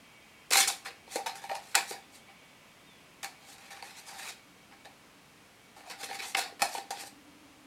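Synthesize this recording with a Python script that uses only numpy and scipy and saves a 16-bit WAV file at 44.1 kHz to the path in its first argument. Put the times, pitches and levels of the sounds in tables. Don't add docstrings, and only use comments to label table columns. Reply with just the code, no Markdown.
import sys
import numpy as np
from scipy import signal
from scipy.fft import rfft, irfft
from scipy.io import wavfile

SR = 44100
rng = np.random.default_rng(int(sys.argv[2]) if len(sys.argv) > 2 else 0)


def undo_db(level):
    steps = np.asarray(level, float) / 20
    return 10 ** steps


def file_out(sig):
    cols = np.atleast_2d(sig).T
    lim = np.clip(cols, -1, 1)
    pcm = np.round(lim * 32767).astype(np.int16)
    wavfile.write(sys.argv[1], SR, pcm)


N = 337806

# frequency in Hz, relative density in dB per Hz.
AIR_SPECTRUM = [(12, -68), (20, -20), (61, -9.5), (210, -1.5), (310, -6.5), (347, -6.5), (802, -7.5),
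                (873, -8.5), (1030, -7.5), (1530, -10.5), (2260, -11), (11100, -23), (16000, -31.5)]
AIR_RMS_DB = -58.5

# frequency in Hz, width in Hz, relative level in dB.
WHIRR_MODES = [(1992, 56, -3.5), (2262, 14.6, 8.5), (2455, 41, -0.5), (2630, 150, -4.5), (2843, 37, -0.5),
               (3174, 37, -0.5)]
HUM_MODES = [(272, 24, 0), (303, 16, 1)]
# time in seconds, rms level in dB.
WHIRR_LEVEL_DB = [(0, -62), (.6, -62.5), (2.1, -65.5), (2.4, -63), (3.3, -65.5), (4.05, -62), (4.45, -68.5),
                  (7.66, -69.5)]
HUM_LEVEL_DB = [(0, -73.5), (2.1, -74), (2.4, -76), (3.3, -71.5), (4.05, -76), (4.5, -71.5), (5.8, -69.5),
                (7.0, -64.5), (7.3, -61), (7.66, -61.5)]

# frequency in Hz, width in Hz, relative level in dB.
WALL_MODES = [(1074, 195, -3), (1480, 250, -1.5), (1764, 154, 3.5), (1960, 246, 0.5), (2200, 130, 2),
              (2462, 172, 1), (2721, 130, -2), (2970, 75, -2.5)]
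CAP_MODES = [(3460, 244, -4.5), (3844, 205, -2.5), (4196, 170, -1), (4410, 190, -2.5), (4753, 144, -3),
             (5150, 170, -3.5)]
HOLLOW_MODES = [(634, 177, -9.5), (729, 80, -1.5), (801.7, 37.4, 4), (931, 36, -2.5)]
TREBLE_MODES = [(5860, 790, -2), (6970, 770, 0.5), (8310, 2150, -3), (10170, 990, -2), (10940, 1500, -7.5),
                (13800, 2200, -14)]
TABLE_MODES = [(264, 123, -10), (336, 30, -3), (422, 93, 2), (490, 158, 2.5)]

# start in seconds, hold in seconds, wall rms level in dB,
# treble in dB re wall, hollow in dB re wall.
SCUFFS = [(0.506, 0.011, -42, 6.5, 1), (0.521, 0.035, -28.5, 1, -10.5), (0.57, 0.04, -27, 2, -13),
          (0.675, 0.0073, -39, 9, -10), (0.848, 0.017, -42.5, -7, -12), (1.157, 0.0035, -43.5, 3, 8.5),
          (1.354, .01, -56.5, 6, 2), (1.436, .006, -56.5, 1, 2), (1.261, .015, -39.5, -2, 3.5),
          (1.348, 0.12, -57, -4.5, 0), (1.49, 0.037, -47.5, -9, 8), (1.547, 0.014, -48, -1, 5),
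          (1.617, 0.11, -62.5, 2.5, -4), (1.756, .02, -33, -3, 2), (1.918, 0.012, -47, 0, 5),
          (2.281, .015, -57.5, -25, -6), (3.229, 0.0099, -43, 0, 0), (3.58, 0.1, -60, -2.5, -2),
          (3.705, 0.024, -49.5, -3.5, -2), (3.745, 0.058, -56, -7.5, -1), (3.823, 0.088, -55.5, -1, -2),
          (4.085, 0.15, -53.5, -2.5, 1), (4.182, 0.11, -49, -2.5, -5.5), (4.711, .02, -57.5, -18, -4),
          (4.847, 0.011, -56, -8, 6), (5.761, 0.038, -61.5, -2.5, 4), (5.897, 0.014, -44, -4.5, -3),
          (6.088, 0.035, -47, -5, 1.5), (6.129, 0.029, -47.5, -2, -11), (6.188, 0.019, -43.5, -6.5, -8),
          (6.22, 0.031, -44, -3.5, -6), (6.351, .002, -42.5, -9, 1.5), (6.368, 0.026, -33.5, -1, -3),
          (6.596, 0.022, -46, -6, -1), (6.619, 0.01, -36.5, 1, 6), (6.448, .03, -53, -10, 1),
          (6.688, 0.048, -54, 3, 0), (6.75, 0.027, -46.5, -1.5, 2.5), (6.905, 0.0049, -43.5, 1.5, 5)]
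# time of the height in seconds, swell in seconds (half
# the rise), wall rms level in dB at the height, treble in dB re wall, hollow in dB re wall.
SLIDES = [(1.125, 0.031, -50.5, 5, -5), (1.155, 0.046, -50, 8, 2), (1.9, 0.037, -53, 11, -5),
          (2.16, 0.066, -63, 6.5, -1), (3.531, 0.14, -57.5, 4.5, -1), (3.99, 0.067, -54, 3.5, -3.5),
          (4.085, 0.041, -51.5, 2.5, -3), (4.29, 0.072, -49, 3.5, -14), (5.89, 0.062, -55, -1.5, 8),
          (6.015, 0.036, -49, 2.5, 0), (6.042, .03, -45, 4, -7), (6.29, 0.08, -53, 11, 0),
          (6.74, .03, -54, 11, 3.5), (7.01, 0.059, -48, 2.5, -7), (7.07, 0.094, -58, 5.5, -0.5)]
SWELL_DB, SCUFF_FALL_DB_PER_S, SLIDE_FALL_DB_PER_S = 12.5, 261, 279
STROKE_STEEPNESS = [1.18, 1.07, 1.1, 1.47, 0.93]
GRAINS_PER_S, GRAIN_SPREAD_DB = 5500, 2.4

# time in seconds, wall peak level in dB, treble in dB re wall, hollow in dB re wall,
# table in dB re wall.
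KNOCKS = [(0.5108, -23, -4, -14, -11), (0.5197, -22, -16, -16, -31), (0.5333, -19, 9, -27, -29),
          (0.555, -18, -7, -6, -21), (0.5874, -31, 0, -20, -22), (0.604, -26, 14, -22, -34),
          (0.6744, -25.5, -2, -20, -21), (0.7003, -29, 4, -7.5, -31), (0.8595, -32, -22, -11, -36),
          (1.0774, -48.5, -8, -1, 4), (1.1580, -28, 2, -4, 1), (1.2603, -31.5, -7, -3, -24),
          (1.267, -32.5, 0, 0, -15), (1.3553, -39, -1, -6, -18), (1.4399, -38, -3, 0, -13),
          (1.495, -29, -25, -7, -29), (1.5135, -34.5, -15, 6.5, -20), (1.5526, -31.5, -1, -3.5, -25),
          (1.7459, -25.5, -11, -5.5, -23), (1.7516, -16, 2, -16, -26), (1.7537, -21, 17, -4, -20),
          (1.9099, -33.5, -1, 1, -1.5), (3.2311, -29.5, -3, -21, -36), (3.2444, -31, 6.5, -13, -39),
          (3.7044, -43, -12, -3.5, -18), (3.8244, -35, -8, -4, -8), (4.1951, -36, -12, -12, -20),
          (4.7227, -48, -20, -6, -5), (4.8544, -41, -4, -6, -14), (5.7644, -55, -10, 4, -5),
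          (5.805, -45, -14, -11, -15), (5.903, -34, -20, -18, -14), (6.0332, -32, -8, -23, -10),
          (6.1015, -37.5, -16, -3, -5.5), (6.111, -36, -14, 1, -12), (6.1298, -39, -3, -11, -17),
          (6.2032, -31, -7, -18, -14), (6.3470, -19, -15, -14, -26), (6.3493, -14.5, -13, -17.5, -25),
          (6.3699, -27, -2, -11, -22), (6.392, -26, 6, -14, -14.5), (6.5234, -49, -20, -9, 7),
          (6.5942, -39, -9, -0.5, -10), (6.6196, -17, 3.5, -1.5, -20), (6.6235, -24, 9.5, 6.5, -8),
          (6.7488, -37, -12, 9, 1), (6.7815, -35, 4, 4.5, 1), (6.9067, -31, 4, -18, -13),
          (6.9712, -41, -5, -4.5, -5), (7.0369, -40, -7, -17, -1)]
CHATTER_MS, CHATTER_DB = 3.16, -22

CAP_KNOCK_DB, CAP_KNOCK_SHARE, CAP_RUB_DB, CAP_RUB_SHARE = -1, 0.33, -1.03, 0.53
TABLE_RUB_DB = -14.5
GRIP_DB, TREBLE_GRIP_DB, MODE_WANDER_PER_S = 3, 1.26, 40.0

ROOM_T60_S, ROOM_TREBLE_T60_S, ROOM_DB = 0.36, 0.29, -9.5

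# time in seconds, mean pitch in Hz, rms level in dB.
WHISTLE = [(1.98, 3470, -85), (2.02, 3480, -72), (2.4, 3450, -74.5), (2.7, 3500, -75), (2.84, 3540, -85),
           (2.87, 3720, -66), (2.94, 3420, -67), (3.02, 3330, -74)]


def rms_one(x):
    return x / np.sqrt(np.mean(x ** 2) + 1e-20)


def in_time(rows, outside=None):
    s, *columns = np.transpose(rows)
    t = np.arange(N) / SR
    return np.array([np.interp(t, s, column, outside, outside) for column in columns])


def wander(spread_db, per_s):
    knots = undo_db(spread_db * rng.standard_normal(int(N / SR * per_s) + 3))
    return np.interp(np.arange(N) * per_s / SR, np.arange(len(knots)), rms_one(knots))


def resonate(steady, modes, shift_db, taps=0):
    filters = []
    for k, (hz, width_hz, level_db) in enumerate(modes):
        r = np.exp(-np.pi * width_hz / SR)
        gain = (-1) ** k * undo_db(level_db) * (1 - r * r) / 2
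        poles = [1, -2 * r * np.cos(2 * np.pi * hz / SR), r * r]
        filters.append((gain * np.array([1, 0, -1]), poles))
    click = signal.unit_impulse(SR // 8) + 1e-18
    reply = sum(signal.lfilter(b, a, click) for b, a in filters)
    force = steady / np.sqrt(np.sum(reply ** 2)) + taps / np.max(np.abs(reply))
    force = force + 1e-18
    return sum(signal.lfilter(b, a, force * wander(shift_db, MODE_WANDER_PER_S)) for b, a in filters)


def air():
    hz, level_db = np.transpose(AIR_SPECTRUM)
    log_hz = np.log(np.fft.rfftfreq(N, 1 / SR) + 1)
    shape = undo_db(np.interp(log_hz, np.log(hz), level_db))
    noise = irfft(rfft(rng.standard_normal(N)) * shape, N)
    return undo_db(AIR_RMS_DB) * rms_one(noise)


def whirr():
    return undo_db(in_time(WHIRR_LEVEL_DB)[0]) * resonate(rng.standard_normal(N), WHIRR_MODES, shift_db=1.3)


def hum():
    return undo_db(in_time(HUM_LEVEL_DB)[0]) * resonate(rng.standard_normal(N), HUM_MODES, shift_db=1.5)


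def grains(per_s, spread_db):
    sizes = undo_db(spread_db * np.minimum(rng.exponential(1, N), 5)) * rng.choice([-1, 1], N)
    return rms_one(sizes * (rng.random(N) < per_s / SR))


def part_gains(wall_db, treble_db, hollow_db, table_db, cap_db, share):
    re_wall_db = np.array([0, cap_db + share * treble_db, hollow_db, treble_db, table_db])
    return undo_db(wall_db + re_wall_db)[:, None]


def rubbing():
    power = np.zeros((5, N + SR))
    t = np.arange(SR // 2) / SR
    strokes = []
    for s, hold_s, *levels_db in SCUFFS:
        shape_db = -SCUFF_FALL_DB_PER_S * np.maximum(t - hold_s, 0)
        strokes.append((s, shape_db, levels_db))
    for s, swell_s, *levels_db in SLIDES:
        rise_db = SWELL_DB * (t / swell_s - 2)
        fall_db = -SLIDE_FALL_DB_PER_S * (t - 2 * swell_s)
        strokes.append((s - 2 * swell_s, np.minimum(rise_db, fall_db), levels_db))
    for s, shape_db, levels_db in strokes:
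        at = round(s * SR)
        gains = part_gains(*levels_db, TABLE_RUB_DB, CAP_RUB_DB, CAP_RUB_SHARE)
        envelopes = gains * undo_db(np.outer(STROKE_STEEPNESS, shape_db))
        power[:, at:at + len(t)] += envelopes ** 2
    return np.sqrt(power[:, :N]) * wander(1.34, per_s=98.0) * grains(GRAINS_PER_S, GRAIN_SPREAD_DB)


def knocks():
    out = np.zeros((5, N))
    t_ms = np.arange(SR // 16) * 1000 / SR
    decay = np.exp(-t_ms / CHATTER_MS)
    chatter = grains(3000, spread_db=4.0)
    for s, *levels_db in KNOCKS:
        at = round(s * SR)
        force = undo_db(CHATTER_DB) * decay * chatter[at:at + len(t_ms)]
        force[0] += 1
        out[:, at:at + len(t_ms)] += part_gains(*levels_db, CAP_KNOCK_DB, CAP_KNOCK_SHARE) * force
    return out


def bottles():
    modes = (WALL_MODES, CAP_MODES, HOLLOW_MODES, TREBLE_MODES, TABLE_MODES)
    grips_db = (GRIP_DB, GRIP_DB, GRIP_DB, TREBLE_GRIP_DB, GRIP_DB)
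    parts = zip(rubbing(), knocks(), modes, grips_db)
    return sum(resonate(rub, part, grip_db, taps) for rub, taps, part, grip_db in parts)


def room(x):
    t = np.arange(SR // 2) / SR
    noise = rng.standard_normal(len(t)) * (t > .003)
    low = signal.lfilter(*signal.butter(1, 3500, fs=SR), noise)
    tail = low * undo_db(-60 * t / ROOM_T60_S) + (noise - low) * undo_db(-60 * t / ROOM_TREBLE_T60_S)
    return undo_db(ROOM_DB) * signal.fftconvolve(x, tail / np.sqrt(np.sum(tail ** 2)))[:N]


def whistle():
    pitch_hz, level_db = in_time(WHISTLE, outside=-120)
    phase = 2 * np.pi * np.cumsum(pitch_hz * wander(0.031, per_s=49.0)) / SR
    return np.sqrt(2) * undo_db(level_db) * wander(2.4, per_s=30.0) * np.sin(phase)


def scene():
    near = bottles()
    background = air() + whirr() + hum() + whistle()
    return (near + room(near) + background)[None]


def top_cut(x):
    return signal.sosfilt(signal.butter(12, 16460, fs=SR, output="sos"), x)


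def record(dry):
    return top_cut(dry)


dry = scene()
out = record(dry)
file_out(out)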